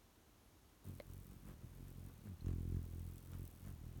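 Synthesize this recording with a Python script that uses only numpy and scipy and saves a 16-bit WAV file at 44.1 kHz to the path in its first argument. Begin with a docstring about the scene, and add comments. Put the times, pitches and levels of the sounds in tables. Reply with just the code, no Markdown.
"""Faint wind fills a still clearing, and a far insect starts to whistle on and off.
Just before one second, a hummingbird lifts off the brim of a cap. Each wingbeat pushes two soft
pulses of air and brushes the feathers twice. One small knock sounds just after take-off.
The bird then hovers around the cap: sharp turns add a swish, and the hum swells as it comes near,
most of all just after a tiny tick at 2.4 seconds."""
import sys
import numpy as np
from scipy import signal
from scipy.fft import rfft, irfft
from scipy.io import wavfile

SR = 44100
rng = np.random.default_rng(int(sys.argv[2]) if len(sys.argv) > 2 else 0)


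def int16_out(signal):
    """Quantize to a 16-bit WAV file."""
    q = np.round(np.clip(np.atleast_2d(signal).T, -1, 1) * 32767)
    wavfile.write(sys.argv[1], SR, q.astype(np.int16))


N = 176400
TIME = np.arange(N) / SR

# How strong the wings' push on the air sounds: time_s, level_db
THRUST = [(.83,-73),(.89,-52.5),(.98,-62.5),(1.05,-72),(1.11,-57.5),(1.17,-61),(1.24,-64),(1.33,-62),(1.42,-66),(1.52,-53.5),(1.57,-72),(1.64,-54),(1.70,-66.5),(1.80,-56.5),(1.9,-58.5),(2.05,-57),(2.2,-64.5),(2.28,-62.5),(2.38,-72),(2.42,-59.5),(2.465,-42.5),(2.63,-49),(2.768,-43.5),(2.81,-53),(2.88,-56),(2.97,-53),(3.13,-55.5),(3.21,-64.5),(3.35,-55.5),(3.43,-51.5),(3.49,-65),(3.59,-67.5),(3.70,-52.5),(3.79,-66),(3.87,-51),(3.93,-64),(3.98,-50.5)]
STRONG_THRUST_DB = -41  # strokes grow even as the thrust nears this level
TAKEOFF_S = .8455
DOWNSTROKE_AT, UPSTROKE_AT = .429, .079  # places in one wingbeat, from 0 to 1


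def wing_strokes(push_s=.00043, suck_s=.00165, suck_delay_s=.0035, jitter_s=.0003, scatter_db=1):
    """Each stroke gives a short push of air, then a longer suck. Light ones are duller and less even."""
    # The upstroke's strength against the downstroke's as the bird turns: time_s, level_db
    upstroke = [(.88,4),(1.13,-21.5),(1.36,-0.5),(1.65,-3.5),(2.02,-11),(2.3,1),(2.44,-27),(2.78,-20.5),(2.9,-17),(3.12,-19),(3.25,-3),(3.4,-15),(3.67,-7),(3.8,-20),(4,-1)]
    t = np.arange(-1024, 1025) / SR
    pulse = np.exp(-.5 * (t / push_s) ** 2) - .92 * np.exp(-.5 * ((t - suck_delay_s) / suck_s) ** 2)
    down, up = beat_times(DOWNSTROKE_AT), beat_times(UPSTROKE_AT)
    times = np.r_[down, up]
    down_share = 1 / np.hypot(1, amp(curve(upstroke, down)))
    up_share = 1 / np.hypot(1, amp(-curve(upstroke, up)))
    lightness = np.clip((STRONG_THRUST_DB - curve(THRUST)) / 15.5, .1, 1)
    late, loud = rng.standard_normal((len(times), 2)).T * np.interp(times, TIME, lightness)
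    gains = np.r_[down_share, up_share] * amp(scatter_db * loud)
    air = pulse_train(times + jitter_s * late, gains, pulse)
    air = unit(signal.sosfilt(butter(2, hz=20, kind="high"), air))
    crisp = signal.sosfiltfilt(butter(4, hz=410), air)
    dull = signal.sosfiltfilt(butter(4, hz=320), air)
    return (crisp + .57 * lightness * (dull - crisp)) * amp(curve(THRUST) + 1)


def hum():
    """Lift rises and falls twice a beat, just ahead of the push. The body bobs once, an octave lower."""
    # How the smooth hum swells and fades: time_s, relative_db
    swell = [(.83,-71),(.88,-44),(.92,-50.5),(.99,-84),(1.15,-51.5),(1.39,-81),(1.5,-62),(1.8,-67),(1.88,-81),(2.02,-50),(2.22,-81),(2.28,-44),(2.335,-43),(2.38,-64),(2.48,-40),(2.65,-47),(2.77,-40.5),(2.9,-50.5),(3.0,-43),(3.14,-51),(3.2,-70),(3.35,-46),(3.55,-60),(3.75,-51),(4,-68)]
    beats = beat_count() - DOWNSTROKE_AT
    lift = np.cos(2 * np.pi * 2 * (beats + .033)) * amp(curve(swell) - 8.5)
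    bob_db = -58 + .45 * (curve(THRUST) - STRONG_THRUST_DB)
    bob = np.cos(2 * np.pi * (beats - .71)) * amp(bob_db)
    return np.sqrt(2) * (lift + bob)


def dash_overtones():
    """In a quick dash both strokes bite alike, so tones at 4, 6 and 8 times the beat rate ring out."""
    # Quick dashes: middle_s, half_length_s, level_db
    dashes = [(0.889,0.017,-58.5),(1.32,0.032,-66),(1.485,0.028,-64),(2.261,0.013,-58),(2.304,0.032,-59.5),(3.683,0.032,-65)]
    # Strength of the three tones, lowest first: relative_db
    tone_levels = [3, -21.5, -17]
    phase = 2 * np.pi * (beat_count() - DOWNSTROKE_AT)
    tones = sum(amp(db) * np.cos(multiple * phase) for multiple, db in zip((4, 6, 8), tone_levels))
    return np.sqrt(2) * bursts(dashes) * tones


def wake():
    """Swirls of air left by the wings flutter once a beat and partly follow the thrust."""
    # The low rumble of the swirls: pitch_hz, relative_db
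    spectrum = [(25,-11),(50,2.5),(110,1),(190,-1.5),(340,-9),(480,-16),(750,-28),(2500,-31.5),(6000,-41.5)]
    flutter = 1 + .71 * np.cos(2 * np.pi * (beat_count() - .45))
    level_db = -63 + .3 * (curve(THRUST) + 56)
    return noise(spectrum) * flutter * amp(level_db)


def feather_brushes(rise_s=.0019, fall_s=.0014, weaker_db=-4, scatter_db=3):
    """The feathers brush at both ends of the stroke: a short high tick, then a weaker one."""
    # How loud the brushing is: time_s, relative_db
    loudness = [(0.83, -90), (0.85, -69), (0.89, -70.5), (0.98, -72.5), (1.18, -72), (1.43, -75.5),
                (1.51, -72), (1.54, -80.5), (1.85, -75), (2.29, -76.5), (2.37, -83), (2.49, -75),
                (2.6, -75.5), (3.15, -70.5), (3.69, -70.5), (3.77, -77.5)]
    # The bright hiss of the feathers: pitch_hz, relative_db
    spectrum = [(1000,-26),(2500,-6.5),(4800,-8),(7400,-5),(8600,0.5),(9900,0),(10450,-5),(11100,1),(16800,1.5)]
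    t = np.arange(-512, 513) / SR
    shape = np.where(t < 0, np.exp(-(t / rise_s) ** 2), np.exp(-abs(t) / fall_s))
    brushing = .15  # a little hiss stays between the ticks
    for times, db in (beat_times(0), 0), (beat_times(.4), weaker_db):
        gains = amp(db + scatter_db * rng.standard_normal(len(times)))
        brushing = brushing + pulse_train(times, gains, shape)
    return noise(spectrum) * unit(brushing) * amp(curve(loudness) + 1.5)


def swishes(hover_db=-79):
    """Air tears off the wings in mid-stroke, most of all in sharp moves."""
    # Sharp moves: middle_s, half_length_s, level_db
    moves = [(0.877,0.031,-72.5),(1.492,0.034,-68),(1.877,0.021,-73),(2.096,0.02,-75),(2.27,0.015,-69.5),(2.494,0.02,-69),(3.346,0.034,-69.5),(3.675,0.034,-69.5)]
    # The rush of torn air: pitch_hz, relative_db
    spectrum = [(200,-5),(500,8),(750,-3.5),(1150,1.5),(1700,-4.5),(3000,-14),(5000,-20),(7000,-17),(16000,-24.5)]
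    twice_a_beat = unit(np.exp(.88 * np.cos(2 * np.pi * 2 * (beat_count() - .15))))
    return noise(spectrum) * (amp(hover_db) + bursts(moves)) * twice_a_beat


def feather_flicks(half_length_s=.0017):
    """Feather tips snap through the air as the bird brakes."""
    # Single snaps: middle_s, level_db
    snaps = [(1.317,-69.5),(1.48,-65),(1.5,-70),(2.462,-58.5),(2.484,-60),(2.507,-66),(2.531,-61),(2.741,-68),(2.764,-65.5),(3.335,-59.5),(3.354,-78),(3.651,-68),(3.675,-64)]
    # The sharp noise of a snap: pitch_hz, relative_db
    spectrum = [(700,2),(1450,6),(2100,-5),(3000,-1.5),(4800,-11.5),(6500,-1.5),(9000,-10),(16000,-22)]
    return noise(spectrum) * bursts((middle_s, half_length_s, db) for middle_s, db in snaps)


def knock(start_s=1.0005, echo_s=.0084, echo_db=-12.5):
    """A small hollow knock with a soft thud and one quick echo."""
    # The tones that ring in the knock: pitch_hz, level_db, ring_s
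    tones = [(140,-44.5,0.032),(325,-37.5,0.013),(556,-33,0.02),(970,-42.5,0.0091),(2130,-43,0.011),(3340,-38.5,0.0025),(4030,-48.5,0.0065)]
    return sum(ring(start_s, *tone) + amp(echo_db) * ring(start_s + echo_s, *tone) for tone in tones)


def tick():
    """One tiny high tone that dies away at once."""
    return ring(start_s=2.408, pitch_hz=4120, level_db=-59.5, ring_s=.022)


def breeze(level_db=-67.5):
    """Faint, steady wind and hiss."""
    # The wind's rumble and hiss: pitch_hz, relative_db
    spectrum = [(15,-8),(42,1.5),(75,-0.5),(130,-9),(340,-9.5),(480,-16.5),(1000,-18),(1900,-24.5),(4000,-26),(4900,-28.5),(6500,-26.5),(7700,-30.5),(9500,-28.5),(10450,-32.5),(11500,-29.5),(13500,-28.5),(17000,-34)]
    return noise(spectrum) * amp(level_db)


def insect(pitch_hz=11130, level_db=-89.5, fade_s=.06):
    """A thin, broken whistle far off, probably an insect, comes and goes."""
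    # When the insect calls: start_s, end_s
    calls = [(.33,0.73),(.69,1.3),(1.6,2.3),(2.5,3.2)]
    calling = sum(np.clip(np.minimum(TIME - start, end - TIME) / fade_s, 0, 1) for start, end in calls)
    waver = unit(signal.sosfilt(butter(2, hz=170), rng.standard_normal(N)))
    throb = unit(signal.sosfilt(butter(2, hz=12), rng.standard_normal(N)))
    whistle = np.sin(2 * np.pi * pitch_hz * TIME) * waver * (1 + .5 * throb)
    return unit(whistle) * calling * amp(level_db)


def beat_count():
    """How many wingbeats have passed since take-off, at every sample."""
    # How fast the wings beat: time_s, beats_per_s
    beat_rate = [(0.84, 49.06), (1.0, 42.29), (1.16, 45.82), (1.28, 44.35), (1.32, 49.06), (1.4, 40.59),
                 (1.48, 52.52), (1.56, 36.28), (1.76, 45.13), (1.8, 44.19), (1.88, 48.21), (1.92, 42.88),
                 (2.12, 45.89), (2.16, 38.25), (2.21, 38), (2.255, 54), (2.32, 45), (2.38, 35.6),
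                 (2.48, 46.36), (2.52, 42.17), (2.76, 43.88), (2.8, 41.52), (3.44, 44.87), (3.48, 39.04),
                 (3.64, 46.48), (3.68, 50.49), (3.76, 37.05), (4.0, 44.08)]
    beats = np.cumsum(curve(beat_rate)) / SR
    return beats - np.interp(TAKEOFF_S, TIME, beats)


def beat_times(place):
    """The times at which the wings pass one place (0 to 1) in their beat."""
    beats = beat_count()
    return np.interp(np.arange(int(beats[-1]) + 1) + place, beats, TIME, right=TIME[-1] + 1)


def pulse_train(times, gains, shape):
    """Centres one copy of a shape on each time, even between two samples."""
    clicks = np.zeros(N + 1)
    inside = times < TIME[-1]
    sample, fraction = np.divmod(times[inside] * SR, 1)
    clicks[sample.astype(int)] += gains[inside] * (1 - fraction)
    clicks[sample.astype(int) + 1] += gains[inside] * fraction
    return signal.fftconvolve(clicks[:N], shape, "same")


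def bursts(rows):
    """One smooth rise and fall for each row of middle_s, half_length_s, level_db."""
    return sum(amp(db) * np.exp(-((TIME - middle) / half) ** 2) for middle, half, db in rows)


def ring(start_s, pitch_hz, level_db, ring_s, rise_cycles=.7):
    """One tone of a struck object: it swells quickly and fades by 60 dB in ring_s."""
    t = np.maximum(TIME - start_s, 0)
    rise = 1 - np.exp(-t * pitch_hz / rise_cycles)
    fade = np.exp(-np.log(1000) * t / ring_s)
    return amp(level_db) * rise * fade * np.sin(2 * np.pi * pitch_hz * t)


def noise(spectrum):
    """Noise of strength 1, shaped by rows of pitch_hz, relative_db."""
    hz, db = np.transpose(spectrum)
    shape = amp(np.interp(np.log(np.fft.rfftfreq(N, 1 / SR) + 1), np.log(hz), db))
    return unit(irfft(rfft(rng.standard_normal(N)) * shape, N))


def butter(order, hz, kind="low"):
    """A filter that keeps what lies below ("low") or above ("high") a pitch."""
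    return signal.butter(order, hz, kind, fs=SR, output="sos")


def curve(points, t=TIME):
    """Joins rows of time and value with straight lines."""
    return np.interp(t, *np.transpose(points))


def amp(db):
    """Turns decibels into a gain."""
    return 10 ** (np.asarray(db) / 20)


def unit(x):
    """Scales a signal to an average strength (rms) of 1."""
    return x / np.sqrt(np.mean(x ** 2) + 1e-20)


def scene(fade_in_s=.02):
    """The flying bird, a knock and a tick over the breeze and a far insect, in one channel."""
    flying = np.clip((TIME - TAKEOFF_S) / fade_in_s + 1, 0, 1)
    bird = wing_strokes() + hum() + dash_overtones() + wake()
    bird += feather_brushes() + swishes() + feather_flicks()
    return (flying * bird + knock() + tick() + breeze() + insect())[None]


def record(dry, bass_cut_hz=33, treble_cut_hz=17200):
    """Takes away the deepest bass and the highest treble."""
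    dry = signal.sosfiltfilt(butter(6, bass_cut_hz, "high"), dry, padtype="even", padlen=8000)
    treble_cut = signal.firwin(511, treble_cut_hz, window=("kaiser", 9), fs=SR)
    return signal.oaconvolve(dry, treble_cut[None], "same")


dry = scene()
out = record(dry)
int16_out(out)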